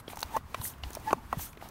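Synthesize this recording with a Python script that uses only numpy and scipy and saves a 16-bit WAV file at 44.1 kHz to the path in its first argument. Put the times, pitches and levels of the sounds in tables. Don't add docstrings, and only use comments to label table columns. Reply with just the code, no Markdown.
import sys
import numpy as np
from scipy import signal
from scipy.fft import rfft, irfft
from scipy.io import wavfile
from scipy.ndimage import uniform_filter1d

SR = 44100
rng = np.random.default_rng(int(sys.argv[2]) if len(sys.argv) > 2 else 0)


def file_out(sig):
    cols = np.atleast_2d(sig).T
    lim = np.clip(cols, -1, 1)
    pcm = np.round(lim * 32767).astype(np.int16)
    wavfile.write(sys.argv[1], SR, pcm)


def makeup_ratio(level_db):
    decades = np.asarray(level_db, float) / 20
    return 10 ** decades


N = 74970

# [frequency_hz, density_db]
TOWN_SPECTRUM = [(28, -7), (62, -3), (230, -14), (480, -24.5), (1050, -18.5), (2200, -31.5), (5000, -44.5),
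                 (16000, -77)]
TOWN_DB, DRONE_HZ, DRONE_DB = -50.5, 68, -59

# [frequency_hz, density_db]
HISS_SPECTRUM = [(900, -31), (1600, -8.5), (3400, -2), (5200, -12), (8500, -2), (10300, -3), (12200, -2),
                 (16000, -5)]
# [frequency_hz, density_db]
RUB_SPECTRUM = [(250, 1), (500, -8), (900, -2), (1400, -10), (2500, -13), (4500, -16.5), (8000, -20.5)]
# [middle_s, rise_s, fall_s, hiss_db, rub_db]
SWELLS = [(.00, .02, 0.0073, -57.5, -51.5), (0.114, 0.021, 0.03, -55.5, -49.5),
          (.20, 0.018, 0.11, -68, -51), (0.363, 0.035, 0.015, -51.5, -45.5), (.54, 0.05, 0.17, -66, -55.5),
          (.586, 0.019, 0.026, -68, -49), (0.645, 0.023, 0.047, -44.5, -52),
          (0.661, 0.018, 0.024, -40.5, -74), (0.867, 0.023, 0.043, -56.5, -51),
          (.96, 0.044, 0.039, -73, -52), (1.115, 0.058, 0.016, -56.5, -45.5),
          (1.179, 0.12, 0.018, -90, -55.5), (1.24, 0.021, 0.03, -65.5, -59.5),
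          (1.352, 0.04, 0.051, -63.5, -51.5), (1.408, 0.02, 0.052, -44.5, -50.5),
          (1.431, 0.024, 0.028, -45.5, -72), (1.64, 0.026, 0.04, -64, -49.5)]
# [frequency_hz, width_hz, level_db]
CAVITIES = [(4280, 130, -4.5), (6150, 690, 2.5), (8650, 167, -1.5), (9580, 260, -2.5), (11950, 1200, 0),
            (14550, 770, -3.5)]

# [start_s, level_db, pitch_hz, t60_s]
KNOCKS = [(0.08, -30.5, 380, 0.0081), (.132, -32, 740, 0.0098), (.171, -33, 880, 0.012),
          (0.2281, -20.5, 940, 0.007), (1.329, -39, 611, 0.033), (0.364, -30.5, 514, 0.016),
          (.5445, -29.5, 653, 0.012), (0.614, -38, 987, 0.018), (.835, -39.5, 734, 0.014),
          (.904, -39, 358, 0.0073), (0.9694, -31.5, 636, 0.014), (1.110, -40.5, 297, 0.046),
          (1.1294, -19.5, 400, 0.014), (1.394, -35, 930, 0.0098), (1.467, -50.5, 1375, 0.018),
          (1.614, -39, 910, 0.0079), (1.624, -31.5, 776, 0.0084), (1.656, -44, 805, 0.013),
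          (.2945, -43.5, 830, 0.011), (.304, -43, 880, .016), (.312, -44, 900, .014),
          (.320, -45.5, 785, 0.023), (.950, -38.5, 940, 0.011), (1.1055, -24.5, 856, 0.01),
          (1.1075, -31, 1100, 0.015), (1.1115, -34.5, 1050, 0.021), (1.178, -55, 884, 0.098),
          (1.198, -55.5, 865, 0.045), (1.232, -55.5, 810, .02), (1.345, -43.5, 760, 0.015),
          (1.571, -47.5, 403, 0.021)]
# [start_s, level_db, pitch_hz, length_s]
SCUFFS = [(0.0788, -37.5, 3270, 0.007), (0.086, -44, 3080, 0.0014), (0.0996, -40, 2190, 0.0048),
          (0.128, -39, 2400, 0.004), (0.908, -43, 1600, 0.0025), (0.17, -39.5, 2010, 0.0042),
          (0.2285, -24.5, 3720, 0.0026), (0.23, -58, 5200, 0.0015), (0.3666, -31, 1800, 0.001),
          (0.5442, -30, 2370, 0.0062), (0.5445, -32, 3720, 0.0016), (0.614, -36.5, 3920, 0.0023),
          (0.6524, -33, 1890, 0.0025), (0.737, -48, 3050, 0.0036), (0.8356, -28.5, 2950, 0.0024),
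          (0.8385, -40.5, 3500, 0.006), (0.8414, -56, 3240, 0.0014), (0.956, -42, 2430, 0.0058),
          (1.107, -30.5, 2470, 0.0021), (1.3267, -29, 1690, 0.0025), (1.3927, -34, 1960, 0.0015),
          (1.5313, -43, 2370, 0.002), (1.573, -43.5, 2000, 0.003), (1.4, -46, 1980, .002),
          (1.552, -52, 2500, .002), (0.188, -44, 2600, .002), (1.6123, -41, 1960, 0.0043)]
# [start_s, level_db, length_s]
TICKS = [(0.158, -36.5, 0.0025), (0.1644, -42, 0.0023), (0.1712, -33.5, 0.0039), (0.1917, -30, 0.0036),
         (0.2045, -30, 0.0033), (0.216, -27, 0.0011), (0.23, -25, 0.0024), (0.3656, -29.5, 0.0057),
         (0.5446, -34.5, 0.0033), (0.782, -50, 0.0064), (0.832, -42, 0.002), (0.26, -44, .002),
         (0.9053, -32.5, 0.0017), (0.9316, -34, 0.003), (0.941, -38, 0.0023), (0.9509, -23, 0.0016),
         (0.953, -33, 0.0036), (0.997, -43.5, 0.013), (1.1297, -24.5, 0.0018), (1.329, -30.5, 0.0011),
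         (1.529, -44, 0.0023), (1.555, -68, 0.0018), (1.5725, -47, 0.0015), (1.6878, -34.5, 0.0021)]
# [start_s, level_db, length_s]
LEAKS = [
    (0.61, -43, .014),
    (1.415, -34, 0.015),
    (.645, -33, 0.023),
]

# [start_s, level_db, pitch_hz, t60_s, push_or_pull (1 or -1)]
THUMPS = [(0.19, -51, 60, 0.13, 1), (0.247, -40, 68, 0.08, 1), (0.384, -50, 75, 0.066, 1),
          (0.408, -46, 96, 0.09, 1), (0.454, -46, 79, 0.084, 1), (0.6, -26.5, 106, 0.032, 1),
          (0.662, -48, 62, 0.11, 1), (0.8278, -40.5, 72.5, 0.18, -1), (0.866, -35, 63.7, 0.13, 1),
          (1.139, -43, 162, 0.1, 1), (1.169, -44.5, 235, 0.086, 1), (1.3718, -25, 155, 0.033, -1),
          (1.38, -35.5, 76.5, 0.081, 1), (1.415, -46.5, 58.5, 0.12, 1), (1.54, -52, 88, 0.068, 1)]

# [peak_s, level_db, pitch_hz, sag_hz_per_ms, rise_ms]
BLOWS = [
    (.3657, -24, 760, 60, 1.0),
    (.3691, -17, 960, 60, 1.7),
    (.5464, -22, 1120, 70, 1.7),
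    (1.13, -30, 2500, 60, 1.2),
    (1.1306, -36, 4600, 60, 1.2),
    (.2304, -26, 4300, 300, 1.0),
    (1.1311, -11, 960, 270, 1.5),
    (1.3298, -16, 930, 220, 1.5),
]
BLOW_FALL_MS = 1.1
# [start_s, level_db, low_mode_db]
REBOUNDS = [
    (.3716, -19.5, -5),
    (.5481, -27, -12),
    (1.1325, -12.5, -20),
    (1.3323, -23, -2),
]
# [frequency_hz, level_db, t60_s]
FRAME_MODES = [(247, -14, 0.061), (400, -17, 0.0067), (667, -5, 0.021), (830, 6, 0.004), (1050, 0, 0.016),
               (1250, -35, 0.0098), (2470, -8.5, 0.0048)]
# [start_s, level_db]
STRUT_PINGS = [(0.344, -65), (.372, -43.5), (.5478, -42.5), (1.046, -50), (1.084, -41), (1.329, -37.5),
               (1.395, -50)]
STRUT_HZ, STRUT_T60_S = 1934, 0.057

# [time_s, pitch_hz, level_db]
SQUEAKS = [
    [(.326, 930, -62), (.333, 935, -52), (.341, 905, -47), (.347, 885, -36), (.353, 882, -31),
     (.358, 884, -34), (.362, 888, -38), (.3655, 880, -37)],
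    [(1.056, 850, -66), (1.066, 868, -48), (1.074, 874, -38), (1.081, 878, -30.5), (1.088, 878, -35),
     (1.097, 876, -35), (1.105, 877, -41), (1.118, 880, -44), (1.125, 890, -58)],
]
# [frequency_ratio, level_db]
SQUEAK_PARTIALS = [(1, 3.5), (.87, -20), (1.13, -15), (1.96, -14.5), (2.2, -24), (3, -31), (4, -31)]
SQUEAK_ROUGH_DB, PARTIAL_ROUGH_DB, SQUEAK_JITTER = 1.2, 3.5, .009

# [start_s, length_s, level_db]
RETURNS = [
    (0.618, .115, -57.5),
    (1.39, .115, -58),
]
BARREL_START_HZ, BARREL_END_HZ, BARREL_WIDTH_HZ = 2710, 7280, 560

ECHO_DB, ECHO_T60_S = -22, .05

# [frequency_hz, gain_db]
TREBLE_TOP = [(15750, 0), (15950, -60)]
# [peak_s, level_db]
SHARP_CLICKS = [
    (.2295, -24),
    (.9515, -6),
    (1.1305, -6),
]
# [frequency_hz, gain_db]
TREBLE_OPEN_TOP = [(16700, 0), (16960, -30)]
SHARP_S = .0025


def shape(x, table):
    hz = np.maximum(np.fft.rfftfreq(N, 1 / SR), 1)
    points = np.array(table, float)
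    gain_db = np.interp(np.log(hz), np.log(points[:, 0]), points[:, 1])
    return irfft(rfft(x) * makeup_ratio(gain_db), N)


def level(x, db):
    return x * makeup_ratio(db) / np.sqrt(np.mean(x ** 2))


def walk(rate_hz):
    hold = int(SR / rate_hz)
    steps = rng.standard_normal(1000)[np.arange(N) // hold]
    smooth = uniform_filter1d(uniform_filter1d(steps, hold), hold)
    return level(smooth, 0)


def add(out, start_s, x):
    i = int(start_s * SR)
    out[i:i + len(x)] += x[:max(N - i, 0)]


def ring(hz, t60_s, rise_s):
    t = np.arange(SR // 10) / SR
    rise = 1 - np.exp(-t / max(rise_s, 1e-5))
    decay = np.exp(-np.log(1000) * t / t60_s)
    return rise * decay * np.sin(2 * np.pi * hz * t)


def burst(lo_hz, hi_hz, length_s, rise_s):
    t = np.arange(SR // 10) / SR
    band = signal.butter(3, [lo_hz, min(hi_hz, .45 * SR)], "band", fs=SR, output="sos")
    envelope = (1 - np.exp(-t / rise_s)) * np.exp(-t / length_s)
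    x = signal.sosfilt(band, rng.standard_normal(len(t)) * envelope)
    return x / np.abs(x).max()


def patchy(table, quick_db, slow_db):
    octave = np.log2(np.fft.rfftfreq(N, 1 / SR) + 1)
    spectrum = rfft(shape(rng.standard_normal(N), table))
    out = np.zeros(N)
    for centre in np.arange(4.2, 14.8, .7):
        weight = np.clip(1 - np.abs(octave - centre) / .7, 0, 1)
        flicker_db = quick_db * walk(40.34) + slow_db * walk(8.31)
        out += irfft(spectrum * weight, N) * makeup_ratio(flicker_db)
    return level(out, 0)


def cavities(x, depth_db):
    resonant = np.zeros(len(x))
    for hz, width_hz, db in CAVITIES:
        b, a = signal.iirpeak(hz, hz / width_hz, fs=SR)
        resonant += makeup_ratio(db) * signal.lfilter(b, a, x)
    return x + makeup_ratio(depth_db) * resonant


def town():
    drone_band = [(30, -30), (0.66 * DRONE_HZ, -8), (DRONE_HZ, 0), (1.08 * DRONE_HZ, -9), (160, -40)]
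    drone = shape(rng.standard_normal(N), drone_band)
    traffic = patchy(TOWN_SPECTRUM, quick_db=1, slow_db=1.5)
    return makeup_ratio(TOWN_DB) * traffic + level(drone, DRONE_DB)


def air():
    t = np.arange(N) / SR
    hiss_power, rub_power = np.zeros(N), np.zeros(N)
    for middle_s, rise_s, fall_s, hiss_db, rub_db in SWELLS:
        bell = np.exp(-((t - middle_s) / np.where(t < middle_s, rise_s, fall_s)) ** 2)
        hiss_power += bell * makeup_ratio(2 * hiss_db)
        rub_power += bell * makeup_ratio(2 * rub_db)
    hiss = level(cavities(patchy(HISS_SPECTRUM, quick_db=2.5, slow_db=3.0), depth_db=0), 0)
    hiss = hiss * makeup_ratio(1.43 * walk(150))
    rub = patchy([(100, -35)] + RUB_SPECTRUM, quick_db=1.5, slow_db=-0.06)
    return hiss * np.sqrt(hiss_power) + rub * np.sqrt(rub_power)


def linkage():
    out = np.zeros(N)
    for s, db, hz, t60_s in KNOCKS:
        knock = ring(hz, t60_s, 0.0015)
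        knock += 0.27 * ring(1.33 * hz, t60_s, 0.0009)
        knock += 0.22 * ring(0.67 * hz, t60_s, 0.007)
        add(out, s + 0.00092, makeup_ratio(db + 12.5) * knock)
    for s, db, hz, length_s in SCUFFS:
        scuff = 1.26 * ring(hz, 3 * length_s, 0.00046)
        scuff += .2 * ring(1.285 * hz, 3 * length_s, 0.0011)
        scuff += 0.87 * burst(0.43 * hz, 1.556 * hz, length_s, 0.00053)
        add(out, s, makeup_ratio(db) * scuff)
    for s, db, length_s in TICKS:
        grit = burst(3640, 11600, 0.83 * length_s, 0.00005)
        grit += 0.7 * burst(14100, 17800, 0.92 * length_s, 0.0001)
        add(out, s, makeup_ratio(db - 6.5) * cavities(grit, depth_db=2.5))
    for s, db, length_s in LEAKS:
        add(out, s, makeup_ratio(db) * burst(12600, 14000, length_s, .006))
    return out


def ground():
    out = np.zeros(N)
    for s, db, hz, t60_s, push in THUMPS:
        add(out, s - .0015, np.sign(push) * makeup_ratio(db + 9) * ring(hz, t60_s, .005))
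    return out


def frame():
    out = np.zeros(N)
    half = 220
    ms = np.arange(-half, half) / SR * 1000
    for s, db, hz, sag, rise_ms in BLOWS:
        bell = np.exp(-(ms / np.where(ms < 0, rise_ms, BLOW_FALL_MS)) ** 2)
        sweep = np.cos(2 * np.pi * (hz - sag * ms / 2) * ms / 1000)
        add(out, s - half / SR, makeup_ratio(db) * bell * sweep)
    for s, db, low_db in REBOUNDS:
        for hz, mode_db, t60_s in FRAME_MODES:
            gain_db = db + mode_db + low_db * (hz < 900)
            add(out, s, makeup_ratio(gain_db) * ring(hz, t60_s, 0.00051))
    for s, db in STRUT_PINGS:
        add(out, s, makeup_ratio(db) * ring(STRUT_HZ, STRUT_T60_S, 0.0018))
    return out


def squeak():
    out, t = np.zeros(N), np.arange(N) / SR
    for stroke in SQUEAKS:
        s, hz, db = np.array(stroke).T
        pitch_hz = np.interp(t, s, hz) * (1 + SQUEAK_JITTER * walk(200))
        phase = 2 * np.pi * np.cumsum(pitch_hz) / SR
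        gain = uniform_filter1d(makeup_ratio(np.interp(t, s, db, -120, -120) + 3), size=40)
        for ratio, partial_db in SQUEAK_PARTIALS:
            rough_db = SQUEAK_ROUGH_DB if ratio == 1 else PARTIAL_ROUGH_DB
            out += gain * makeup_ratio(partial_db + rough_db * walk(220)) * np.sin(ratio * phase)
    return out


def barrel():
    out = np.zeros(N)
    lowpass = signal.butter(2, BARREL_WIDTH_HZ, fs=SR, output="sos")
    for s, length_s, db in RETURNS:
        travel = np.linspace(0, 1, int(length_s * SR))
        breath = signal.sosfilt(lowpass, rng.standard_normal((2, 9000)))[:, :len(travel)]
        pitch_hz = BARREL_START_HZ + (BARREL_END_HZ - BARREL_START_HZ) * travel
        phase = 2 * np.pi * np.cumsum(pitch_hz) / SR
        hiss = breath[0] * np.cos(phase) + breath[1] * np.sin(phase)
        add(out, s, level(hiss, db) * np.sqrt(np.sin(np.pi * travel) + 1e-9))
    return out


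def scatter(hits):
    t = np.arange(8000) / SR
    decay = np.exp(-np.log(1000) * t / ECHO_T60_S)
    tail = rng.standard_normal(len(t)) * decay * (t > .003)
    tail *= makeup_ratio(ECHO_DB) / np.sqrt(np.sum(tail ** 2))
    return signal.fftconvolve(hits, tail)[:N]


def scene():
    background = town() + air()
    hits = linkage() + frame()
    return (background + hits + scatter(hits) + ground() + squeak() + barrel())[None]


def top_cut(x):
    return signal.sosfilt(signal.butter(12, 16970, fs=SR, output="sos"), x)


def record(dry):
    t = np.arange(N) / SR
    cut = shape(dry[0], TREBLE_TOP)
    gate = np.zeros(N)
    for s, db in SHARP_CLICKS:
        gate += makeup_ratio(db) * np.exp(-((t - s) / SHARP_S) ** 2)
    top = shape(gate * (dry[0] - cut), TREBLE_OPEN_TOP)
    return top_cut((cut + top)[None])


dry = scene()
out = record(dry)
file_out(out)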